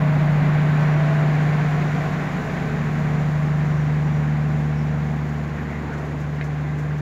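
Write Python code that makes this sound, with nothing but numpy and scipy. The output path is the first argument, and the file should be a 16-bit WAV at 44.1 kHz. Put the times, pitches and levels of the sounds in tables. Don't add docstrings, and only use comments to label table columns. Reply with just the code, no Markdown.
import sys
import numpy as np
from scipy import signal
from scipy.fft import rfft, irfft, next_fast_len
from scipy.io import wavfile

SR = 44100
rng = np.random.default_rng(int(sys.argv[2]) if len(sys.argv) > 2 else 0)


def store_pcm(level_fs):
    pcm = np.round(np.clip(level_fs, -1, 1) * 32767).astype(np.int16)
    wavfile.write(sys.argv[1], SR, np.atleast_2d(pcm).T)


N = 309141
CYLINDERS = 12

# time in seconds, firings per second.
FIRING_RATE = [(0, 149), (1, 150.4), (1.8, 149.76), (2.5, 150), (3.3, 149.5), (4.8, 149.52), (5.7, 147),
               (7, 149)]
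# nearest moment and reach in seconds, power car and coach levels in dB.
ROAR_PASSAGE = (0.72, 2.03, -33.5, -46.5)


def from_db(db):
    return np.exp(np.asarray(db) * (np.log(10) / 20))


def rms_one(x):
    return x / np.sqrt(np.mean(x ** 2) + 1e-20)


def seconds():
    return np.arange(N) / SR


def in_time(rows):
    times, *columns = np.transpose(rows)
    return [np.interp(seconds(), times, column) for column in columns]


def drift(rate_hz, size=N):
    pole = np.exp(-80 * np.pi * rate_hz / SR)
    slow = signal.lfilter([1], [1, -2 * pole, pole * pole], rng.standard_normal(size=N // 40 + 2002))
    slow = rms_one(slow[2000:])
    return np.interp(np.arange(size) / 40, np.arange(len(slow)), slow)


def noise(colour):
    size = next_fast_len(N)
    octave = np.log2(np.arange(size // 2 + 1) * SR / size + 1)
    hz, db = np.transpose(colour)
    beyond = np.abs(octave - np.clip(octave, np.log2(hz[0]), np.log2(hz[-1])))
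    gain = from_db(np.interp(octave, np.log2(hz), db) - 30 * beyond)
    return rms_one(irfft(rfft(rng.standard_normal(size)) * gain, size)[:N])


def tone(turns):
    turns = turns + rng.random()
    return np.sqrt(2) * np.sin(2 * np.pi * (turns % 1))


def passing(nearest_s, reach_s):
    return 1 / np.hypot(1, (seconds() - nearest_s) / reach_s)


def train_gain(nearest_s, reach_s, power_car_db, coaches_db):
    return np.hypot(from_db(power_car_db) * passing(nearest_s, reach_s), from_db(coaches_db))


def air_hiss():
    # frequency in Hz, relative level in dB.
    hiss_colour = [(2700, -2), (3600, 1), (4800, -2), (6200, -0.5), (7100, 2), (7500, -5.5), (8000, -12),
                   (9800, -15), (11200, -11.5), (12500, -14), (15700, -16)]
    spray_colour = [(8500, -6.5), (11500, 2), (15700, -4)]
    hiss_gain = train_gain(nearest_s=2.0, reach_s=1.62, power_car_db=-53, coaches_db=-60.5)
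    hiss = hiss_gain * from_db(.5 * drift(20)) * noise(hiss_colour)
    spray = from_db(-67.5) * passing(nearest_s=.3, reach_s=.9) * noise(spray_colour)
    return hiss + spray


def dying(start_s, t60):
    age = seconds() - start_s
    return np.clip(age / .001, 0, 1) * from_db(-60 * np.clip(age / t60, 0, 2))


def running_gear():
    # start in seconds, level in dB.
    link_hits = [(4.604, -61), (5.286, -58), (5.93, -57), (5.98, -56.5), (6.05, -57.5), (6.204, -54),
                 (6.44, -52.5), (6.785, -52.5), (6.98, -59)]
    clanks = [(6.411, -38.5), (6.423, -48)]
    # frequency in Hz, relative level in dB.
    tick_colour = [(3000, -12), (5000, -1.5), (6300, 4.5), (7300, -2), (8200, -10), (13000, -13),
                   (15700, -17.5)]
    crack_colour = [(1300, -9), (2100, 9), (2800, -10), (4300, -17), (5200, -28)]
    # frequency in Hz, dB relative to the clank, seconds to fall 60 dB.
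    modes = [(1690, -1, 0.18), (1770, -4, .15), (2120, -4, .12), (2510, -10, .09), (3050, -15, 0.056),
             (3800, -11, 0.065), (4404, -14, .05)]
    ticks = sum(from_db(db) * dying(s, t60=0.2) for s, db in link_hits) * noise(tick_colour)
    crack = sum(from_db(db + 11) * dying(s, t60=0.037) for s, db in clanks) * noise(crack_colour)
    ring = sum(from_db(db + mode_db) * dying(s, t60) * tone(hz * seconds())
               for s, db in clanks for hz, mode_db, t60 in modes)
    return ticks + crack + ring


def wavering_tone(hz, size, wander=.0014):
    spread_hz = hz * wander
    strength = from_db(2.4 * drift(13, size))
    pitch_hz = hz + spread_hz * drift(spread_hz, size)
    return strength * tone(np.cumsum(pitch_hz) / SR)


def scrape(hz, size):
    resonance = signal.iirpeak(hz, Q=5.8, fs=SR)
    band = signal.lfilter(*resonance, rng.standard_normal(size))
    return rms_one(signal.lfilter(*resonance, band))


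def arches(rows, sound):
    out = np.zeros(N)
    for start, length, hz, db in rows:
        span = np.arange(max(int(start * SR), 0), min(int((start + length) * SR), N))
        arch = np.sin(np.pi * (span / SR - start) / length)
        out[span] += from_db(db) * arch * sound(hz, len(span))
    return out


def whines_and_squeals():
    # nearest moment and reach in seconds, pitch
    # in Hz, level in dB.
    wheel_tones = [(1.5, 1.2, 426, -47.5), (1.601, 1.5, 1547, -52), (2.5, 1.8, 5809, -72),
                   (5.9, .9, 12822, -82)]
    # start and length in seconds, pitch in Hz,
    # level in dB.
    squeals = [(-.1, 0.46, 630, -38), (.78, 0.69, 662, -35), (1.1, 1.28, 716, -42.5),
               (2.2, 1.1, 428.5, -43.5), (.5, 0.51, 1536, -41), (2.35, .45, 1535, -44),
               (6.3, 1.2, 1590, -52), (.65, .5, 5810, -64), (1.35, .9, 5810, -66), (3.98, .3, 5810, -65),
               (5.15, .28, 12822, -77), (5.55, .13, 12822, -78)]
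    scrapes = [(3.62, 0.28, 5810, -61), (4.72, 0.15, 5400, -59), (5.56, .07, 1750, -40),
               (5.63, 0.18, 1954, -41), (5.87, 0.067, 805, -39), (5.88, 0.1, 1520, -38.5),
               (5.95, 0.12, 670, -41)]
    singing = sum(from_db(db) * passing(s, reach_s) * wavering_tone(hz, N)
                  for s, reach_s, hz, db in wheel_tones)
    return singing + arches(squeals, wavering_tone) + arches(scrapes, scrape)


def engine_noise(colour, cycles, locked):
    hz, db = np.transpose(colour)
    multiples_hz = np.arange(512) * cycles[-1] * SR / N
    in_band = (multiples_hz > 2 * FIRING_RATE[0][1]) & (multiples_hz < hz[-1])
    strengths = from_db(np.interp(multiples_hz, hz, db)) * in_band
    scatter = [1, 1j] @ rng.standard_normal((2, len(strengths)))
    one_cycle = rms_one(irfft(strengths * scatter, 8192))
    repeating = np.interp(cycles % 1, np.arange(len(one_cycle)) / len(one_cycle), one_cycle, period=1)
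    return noise(colour) + locked * repeating


def rolling(cycles):
    # frequency in Hz, relative level in dB.
    rumble_colour = [(25, -24), (45, -10), (70, -3), (110, -4.5), (170, 2.5), (250, 5.5), (310, 0),
                     (420, 1), (540, -4.5), (700, -28.5)]
    roar_colour = [(400, -19), (560, -4.5), (640, 1.5), (720, -1.5), (810, 0.5), (860, -4), (980, -3),
                   (1080, -2), (1160, -4), (1280, -8.5), (1600, -19.5)]
    grind_colour = [(1000, -23.5), (1350, -2), (1550, -0.5), (1950, -1.3), (2300, -5.5), (2700, -11.5),
                    (3100, -16.5), (3800, -19.5), (4500, -24), (5500, -34.5)]
    clatter = 1 + .05 * tone(15 * cycles)
    bogie = passing(nearest_s=5.93, reach_s=0.11)
    rumble_gain = train_gain(nearest_s=1.1, reach_s=2, power_car_db=-35.5, coaches_db=-39.5)
    rumble_gain = np.hypot(rumble_gain, from_db(-36) * bogie)
    roar_gain = np.hypot(train_gain(*ROAR_PASSAGE), from_db(-44) * bogie)
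    grind_gain = train_gain(nearest_s=1.13, reach_s=1.47, power_car_db=-34, coaches_db=-45)
    rumble = rumble_gain * engine_noise(rumble_colour, cycles, locked=0.39)
    roar = roar_gain * from_db(.55 * drift(24)) * engine_noise(roar_colour, cycles, locked=0.46)
    grind = grind_gain * from_db(.5 * drift(25)) * noise(grind_colour) * clatter
    return rumble + roar + grind


def machine_lines(turns, lines, flutter):
    out = np.zeros(N)
    for multiple, db in lines:
        strength = from_db(db) * (1 + flutter * drift(1.9))
        out += strength * tone(multiple * turns + flutter * drift(4.1) / (2 * np.pi))
    return out


def auxiliary():
    # time in seconds, strokes per second, gain in dB.
    run = [(0, 44.86, 3.5), (1.5, 45.14, 1), (3.1, 44.86, 1.5), (3.9, 42.93, -0.5), (5.2, 43.2, -10.5),
           (7.01, 43.22, -14.5)]
    # multiple of the shaft rate, relative level in dB.
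    lines = [(6, -46), (8, -61.5), (9, -57.5), (12, -52.5), (14, -51), (16, -49.5), (17, -45), (18, -45),
             (22, -40.5), (24, -34.5), (27, -56), (31, -52.5), (36, -51), (47, -54)]
    stroke_hz, gain_db = in_time(run)
    turns = np.cumsum(stroke_hz) / SR / 6
    return from_db(gain_db) * machine_lines(turns, lines, flutter=.2)


def diesel(cycles):
    # centre and half width in seconds, depth in dB.
    echo_fades = [(2.42, 1.07, 14), (5.76, 0.83, 10)]
    # time in seconds, level in dB.
    bank_levels = [(0, -44.5), (.9, -45.5), (1.5, -54.5), (2.1, -48), (3, -38.5), (4.7, -33), (7.01, -36.5)]
    third_levels = [(0, -44), (2.2, -42), (2.8, -32), (3.7, -41.5), (4.25, -32.5), (5.9, -37.5), (6.4, -46)]
    # multiple of the engine cycle rate, relative level in dB.
    uneven_lines = [(5, -56.5), (7, -48.5), (8, -46), (9, -45), (10, -44), (11, -46), (13, -54),
                    (14, -38.5), (15, -43.5), (16, -43.5), (17, -54), (19, -49.5), (20, -47), (21, -45),
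                    (22, -47.5), (24, -54), (26, -50.5), (27, -54.5), (30, -54.5), (38, -51.5), (45, -57),
                    (46, -64), (58, -50.5), (63, -49.5), (66, -55)]
    firings = CYLINDERS * cycles
    drone = from_db(-15) * passing(nearest_s=1.82, reach_s=2.41) * tone(firings)
    for s, width_s, depth_db in echo_fades:
        lost_power = (1 - from_db(-depth_db) ** 2) * passing(s, width_s) ** 2
        drone *= np.sqrt(1 - lost_power)
    bank = from_db(in_time(bank_levels)[0]) * tone(firings / 2)
    third = from_db(in_time(third_levels)[0]) * tone(3 * firings / 2)
    roar_gain = train_gain(*ROAR_PASSAGE)
    throb_gain = (from_db(3.5) * roar_gain / roar_gain.max()) ** 0.65
    throb = throb_gain * machine_lines(cycles, uneven_lines, flutter=0.22)
    return drone + bank + third + throb


def scene():
    cycles = np.cumsum(in_time(FIRING_RATE)[0]) / SR / CYLINDERS
    machines = diesel(cycles) + auxiliary()
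    return (machines + rolling(cycles) + air_hiss() + whines_and_squeals() + running_gear())[None]


def record(dry):
    t = seconds()
    edges = np.clip(np.minimum(t, t[-1] - t) / .003, 0, 1)
    lowpass = signal.ellip(12, .1, 80, 15720, fs=SR, output="sos")
    return signal.sosfilt(lowpass, dry * edges)


dry = scene()
out = record(dry)
store_pcm(out)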